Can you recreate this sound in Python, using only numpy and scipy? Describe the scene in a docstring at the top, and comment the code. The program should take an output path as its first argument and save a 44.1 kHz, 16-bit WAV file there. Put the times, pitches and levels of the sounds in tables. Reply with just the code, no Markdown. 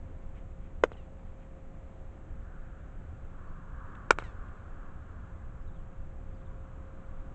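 """Two sharp cracks, one hollow, one bright: a martial artist strikes his own arm on an open field.
The hand expels a pulse of air and the skin crackles. Each crack reflects from the ground and from a
shed, whose ribbed walls return echoes at widening intervals, heard as falling chirps.
Behind them are sleeve swishes, three cars on a far road, a distant bird, the faint whine of a machine
and a low breeze."""
import sys
import numpy as np
from scipy import signal
from scipy.fft import rfft, irfft, next_fast_len
from scipy.io import wavfile
from scipy.ndimage import map_coordinates

SR = 44100
rng = np.random.default_rng(int(sys.argv[2]) if len(sys.argv) > 2 else 0)


def output_pcm(signal):
    """Save a mono or channel-first signal as 16-bit PCM at the path in sys.argv[1].

    Samples are clipped to [-1, 1] before scaling.
    """
    pcm = np.clip(np.atleast_2d(signal).T, -1, 1) * 32767
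    wavfile.write(sys.argv[1], SR, np.round(pcm).astype(np.int16))


N = 323958

# Hand strikes: t/s, level/dB, ground bounce delay/s, bounce/dB, skin crackle/dB,
# extra delay to the shed/s, shed slap/dB, rib echo/dB (the last four levels are relative to the first)
STRIKES = [(0.8371, 8, .00198, -7, 6.5, 0.00065, -29, -38.5),
           (4.1067, 10, .00212, 1.5, -9.5, 0, -17.5, -31)]
# Spectra of the air pulse under a cupped and a flat hand: f/Hz, level/dB
CUPPED_TONE = [(100, -24), (200, -17.5), (320, -2), (480, 2), (750, -6), (1000, -9.5), (1500, -9.5),
               (2100, -21), (3200, -33.5), (4500, -45), (6800, -42.5), (8300, -50)]
FLAT_TONE = [(100, -16), (220, -10), (320, -1.5), (500, -1), (780, -2.5), (1050, 1), (1450, 3), (1950, -9),
             (2400, -4.5), (3250, -18), (3850, -20), (4600, -28.5), (8000, -22)]
# Spectra of each strike's sharp leading edge: f/Hz, level/dB
CUPPED_EDGE = [(1900, -3), (2800, 4.5), (4000, -1), (5500, -5)]
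FLAT_EDGE = [(1900, 3.5), (2800, -4.5), (4000, 1.5), (5000, 2), (7500, 1)]
# Ribbed walls: distance/m, first rib along the wall/m, end of the ribs/m, rib spacing/m, level/dB
RIBBED_WALLS = [(13.6, 4.8, 15, .094, 1), (15.25, 16.5, 37, .223, 1)]
# Scattering response of a rib and of the grass: f/Hz, gain/dB
RIB_TONE = [(500, -8), (1400, 2), (1900, 5), (2800, 4.5), (3900, -4), (4800, -17), (6200, -13), (8500, -15)]
GRASS_TONE = [(300, 6), (1200, 4), (3000, 0.5), (4500, 2.5), (7000, 6)]
# Flat faces of the shed: delay/s, gain/dB, low-pass corner/Hz
SHED_FACES = [(0.0797, 2.5, 3930), (0.1167, -8.5, 990)]
# Decay of the scatter from the grass and from around the shed: f/Hz, T60/s
GRASS_DECAY = [(200, 0.061), (1200, 0.05), (3500, 0.057), (8000, 0.051)]
CLUTTER_DECAY = [(200, 0.45), (1500, 0.33), (4000, 0.17), (8000, 0.34)]
# Sleeve swishes: t/s, level/dB, half-width/s
SWISHES = [(0.376, -65, 0.03), (.65, -70, 0.045), (1.424, -69, 0.027), (3.954, -54.5, 0.0028),
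           (4.486, -68, 0.0063)]
# Cars on the far road: t/s, tyre level/dB, fading time/s, brightness (0-1)
CARS = [(2.28, -63, .6, 0.76), (3.58, -53.5, .6, 0.23), (6.4, -64, 1.2, 0)]
# Noise spectra of cloth and of dull and bright tyres: f/Hz, relative level/dB
CLOTH_TONE = [(500, -14), (1500, 4), (2400, 3), (3300, -5), (4500, -29), (8000, -18)]
TYRES_DULL = [(700, -38), (950, -0.5), (1130, 5), (1350, -2), (1700, -13), (2100, -45.5)]
TYRES_BRIGHT = [(800, -30), (1100, -8), (1400, 0), (1700, -5), (2000, -24), (3200, -32), (5000, -51.5)]
# Bird notes: t/s, duration/s, start f/Hz, end f/Hz, level/dB
BIRD_NOTES = [(3.45, .07, 4600, 4200, -87), (5.6, .05, 5700, 4600, -88), (5.65, .08, 4400, 3050, -82),
              (5.71, .13, 4300, 2450, -79.5), (6.33, .05, 5300, 4200, -88), (6.39, .04, 3200, 3700, -82),
              (6.44, .05, 4000, 3200, -81)]
# Swells of the whine as the air carries it over, and a lull in the breeze: t/s, change/dB, half-width/s
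WHINE_SWELLS = [(1.35, 5, 1.1), (6.75, 6, .9)]
BREEZE_LULLS = [(1.34, -3.5, 0.73)]
# Noise spectra of the breeze, the open air and microphone hiss: f/Hz, relative level/dB
BREEZE_TONE = [(7.1, -33), (12, -2.5), (20, 4), (48, -8), (70, -5), (124, -15), (170, -19.5), (220, -24.5),
               (290, -49.5), (480, -120)]
AIR_TONE = [(90, -30.5), (150, -6), (270, -3.5), (400, -8.5), (530, -11.5), (720, -10.5), (900, -16),
            (1200, -16.5), (2400, -27.5), (3300, -34.5), (4400, -44), (5300, -49), (7400, -50),
            (8400, -49.5)]
HISS_TONE = [(4000, -40), (5300, -15), (6200, -5.5), (7400, -1.5), (8100, -6.5), (8600, -8)]


def hand_strikes(grass_db=-19):
    """Superposition: each crack is heard directly and by reflection from the ground and the shed."""
    out = np.zeros(N)
    ribs = rib_echoes()
    slap = shed_slap()
    for strike, tone, edge in zip(STRIKES, (CUPPED_TONE, FLAT_TONE), (CUPPED_EDGE, FLAT_EDGE)):
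        s, db, bounce_s, bounce_db, crackle_db, extra_s, slap_db, rib_db = strike
        crack = amp(db) * hand_crack(tone, crackle_db)
        # the ground bounce interferes with the direct sound and combs its spectrum
        near = taps([0, bounce_s], [1, amp(bounce_db)]) + amp(grass_db) * grass_scatter()
        add(out, s, signal.fftconvolve(crack, near))
        add(out, s + extra_s, amp(slap_db) * signal.fftconvolve(crack, slap))
        # the narrow ribs return only the sharp edge of the crack
        add(out, s + extra_s, amp(db + rib_db) * coloured(ribs, edge))
    return out


def hand_crack(tone, crackle_db, rise_s=0.00049, t60_s=0.012, highpass_hz=1900):
    """Impact: trapped air leaves as a pulse; skin meets skin bit by bit, spreading the treble in time."""
    air_pulse = pulse(tone)
    t = np.arange(len(air_pulse)) / SR
    contacts = rng.standard_normal(len(t)) * (1 - np.exp(-t / rise_s)) * amp(-60 * t / t60_s)
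    contacts /= np.linalg.norm(contacts)
    crackle = filtered(contacts, lambda hz: hz ** 4 / (hz ** 4 + highpass_hz ** 4))
    return signal.fftconvolve(air_pulse, (t == 0) + amp(crackle_db) * crackle)


def rib_echoes(uneven_db=3.5, crooked_m=.0035):
    """Repetition pitch: echoes of successive ribs arrive ever further apart, so the pitch falls."""
    ribs = np.zeros(SR // 2)
    for distance, first, end, spacing, db in RIBBED_WALLS:
        path = np.hypot(distance, np.arange(first, end, spacing))
        size, offset = rng.standard_normal((2, SR // 2))[:, :len(path)]
        shading = np.sqrt(np.linspace(1, 0, len(path)))  # far ribs shade one another
        gain = shading * amp(uneven_db * size) / path ** 2
        delay = 2 * (path + crooked_m * offset) / 343  # out and back at the speed of sound
        ribs += taps(delay, amp(db) * gain / np.linalg.norm(gain))
    return coloured(ribs, RIB_TONE)


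def shed_slap(clutter_db=-12):
    """Specular reflection: each flat face returns one dulled slap, trailed by scatter from around it."""
    slaps = sum(filtered(taps([s], [amp(db)]), lambda hz: 1 / (1 + 1j * hz / corner_hz))
                for s, db, corner_hz in SHED_FACES)
    clutter = signal.fftconvolve(slaps, diffuse_tail(CLUTTER_DECAY))[:len(slaps)]
    return slaps + amp(clutter_db) * clutter


def grass_scatter():
    """Diffuse scattering: the blades all around return a brief wash of sound."""
    return coloured(diffuse_tail(GRASS_DECAY), GRASS_TONE)


def sleeves():
    """Friction noise: cloth swishes in short bursts as the arms whip round."""
    return noise(CLOTH_TONE) * sum(amp(db) * hump(s, half) for s, db, half in SWISHES)


def cars(emerge_s=0.19, brighten=0.29, brighten_s=.45, waver_db=1.5):
    """Inverse-square law: tyre noise emerges, brightens as a car draws level and fades with distance."""
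    t = np.arange(N) / SR
    dull_power, bright_power = np.zeros((2, N))
    for s, db, fade_s, brightness in CARS:
        emerged = .5 + .5 * np.tanh((t - s) / (2 * emerge_s))
        power = (amp(db) * emerged) ** 2 / (1 + ((t - s) / fade_s) ** 2)
        bright_share = np.clip(brightness + brighten * np.tanh((t - s) / brighten_s), 0, 1)
        dull_power += (1 - bright_share) * power
        bright_power += bright_share * power
    tyres = np.sqrt(dull_power) * noise(TYRES_DULL) + np.sqrt(bright_power) * noise(TYRES_BRIGHT)
    return amp(waver_db * wobble(7.2)) * tyres


def bird(flutter_rate=300):
    """Random amplitude modulation: faint gliding notes are blurred by distance."""
    notes = np.zeros(N)
    for s, length, start_hz, end_hz, db in BIRD_NOTES:
        hz = np.geomspace(start_hz, end_hz, int(length * SR))
        add(notes, s, amp(db) * 2 * np.hanning(len(hz)) * sine(hz))
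    return notes * wobble(flutter_rate)


def machine(whine_hz=533, whine_db=-67, drone_hz=175, drone_db=-63.5):
    """Atmospheric fading: a far machine's thin whine swells on the air above a wavering low drone."""
    whine = np.sqrt(2) * sine(whine_hz + 1.2 * wobble(14))
    drone = sine(drone_hz + 3 * wobble(9))
    whine *= amp(whine_db + swells(WHINE_SWELLS) + .6 * wobble(2.1))
    drone *= amp(drone_db + 2.2 * wobble(1.6))
    return whine + drone


def background(breeze_db=-41.5, air_db=-57, hiss_db=-79):
    """Incoherent noises add in power: a rumbling breeze, the wash of open air and microphone hiss."""
    breeze = amp(breeze_db + swells(BREEZE_LULLS) + 0.59 * wobble(5.5)) * noise(BREEZE_TONE)
    air = amp(air_db + 0.52 * wobble(2.5)) * noise(AIR_TONE)
    return breeze + air + amp(hiss_db) * noise(HISS_TONE)


def diffuse_tail(decay, rise_s=0.005):
    """Exponential decay: a noise tail of energy 1 in which each frequency dies at its own rate."""
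    hz, t, spectra = signal.stft(rng.standard_normal(SR // 2), SR, nperseg=128)
    spectra *= amp(-60 * t / along(decay, hz)[:, None])
    tail = signal.istft(spectra, SR, nperseg=128)[1][:SR // 2]
    tail *= 1 - np.exp(-np.arange(len(tail)) / SR / rise_s)
    return tail / np.linalg.norm(tail)


def pulse(spectrum, size=2048):
    """Minimum phase: the shortest causal pressure pulse with this spectrum, of energy 1."""
    magnitude = amp(along(spectrum, np.fft.rfftfreq(size, 1 / SR)))
    cepstrum = irfft(np.log(magnitude))
    cepstrum[1:size // 2] *= 2
    cepstrum[size // 2 + 1:] = 0
    pressure = irfft(np.exp(rfft(cepstrum)))
    return pressure / np.linalg.norm(pressure)


def taps(delays, gains):
    """Sinc interpolation: echo paths become impulses placed between samples."""
    at = np.asarray(delays)[:, None] * SR
    index = np.floor(at).astype(int) + np.arange(-7, 9)
    weight = np.sinc(index - at) * np.sinc((index - at) / 8) * np.asarray(gains)[:, None]
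    return np.bincount(np.maximum(index, 0).ravel(), weight.ravel(), SR // 2)[:SR // 2]


def filtered(x, response):
    """Linear filtering: the spectrum of x times a response of frequency."""
    size = next_fast_len(len(x) + SR // 4)
    return irfft(rfft(x, size) * response(np.fft.rfftfreq(size, 1 / SR)), size)[:len(x)]


def coloured(x, spectrum):
    """Spectral shaping by a table of f/Hz, gain/dB."""
    return filtered(x, lambda hz: amp(along(spectrum, hz)))


def noise(spectrum):
    """Coloured Gaussian noise of rms 1."""
    x = coloured(rng.standard_normal(N), spectrum)
    return x / np.sqrt(np.mean(x ** 2) + 1e-20)


def sine(hz):
    """A sinusoid whose phase is the integral of its frequency."""
    return np.sin(2 * np.pi * np.cumsum(hz) / SR)


def wobble(rate):
    """A smooth random curve with rate knots a second."""
    return map_coordinates(rng.standard_normal(int(N * rate / SR) + 4), [np.arange(N) * rate / SR])


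def hump(s, half_width):
    """A Gaussian envelope centred on time s."""
    return np.exp(-((np.arange(N) / SR - s) / half_width) ** 2)


def swells(rows):
    """A level change in dB, one hump a row."""
    return sum(db * hump(s, half) for s, db, half in rows)


def along(points, hz):
    """Interpolation of (f/Hz, value) points on a logarithmic frequency axis."""
    f, value = np.transpose(points)
    return np.interp(np.log(hz + 1), np.log(f + 1), value)


def amp(db):
    return 10 ** (np.asarray(db) / 20)


def add(track, s, sound):
    """Superpose a sound on the track at time s."""
    part = track[round(s * SR):][:len(sound)]
    part += sound[:len(part)]


def scene():
    """Superposition: the pressures of all sources sum in one channel."""
    return (hand_strikes() + sleeves() + bird() + cars() + machine() + background())[None]


def record(dry, ceiling=.68, top_hz=8200):
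    """Saturation flattens the highest peaks, and a steep low-pass limits the band."""
    saturated = dry / (1 + np.abs(dry / ceiling) ** 8) ** (1 / 8)
    return signal.sosfilt(signal.butter(36, top_hz, fs=SR, output="sos"), saturated)


dry = scene()
out = record(dry)
output_pcm(out)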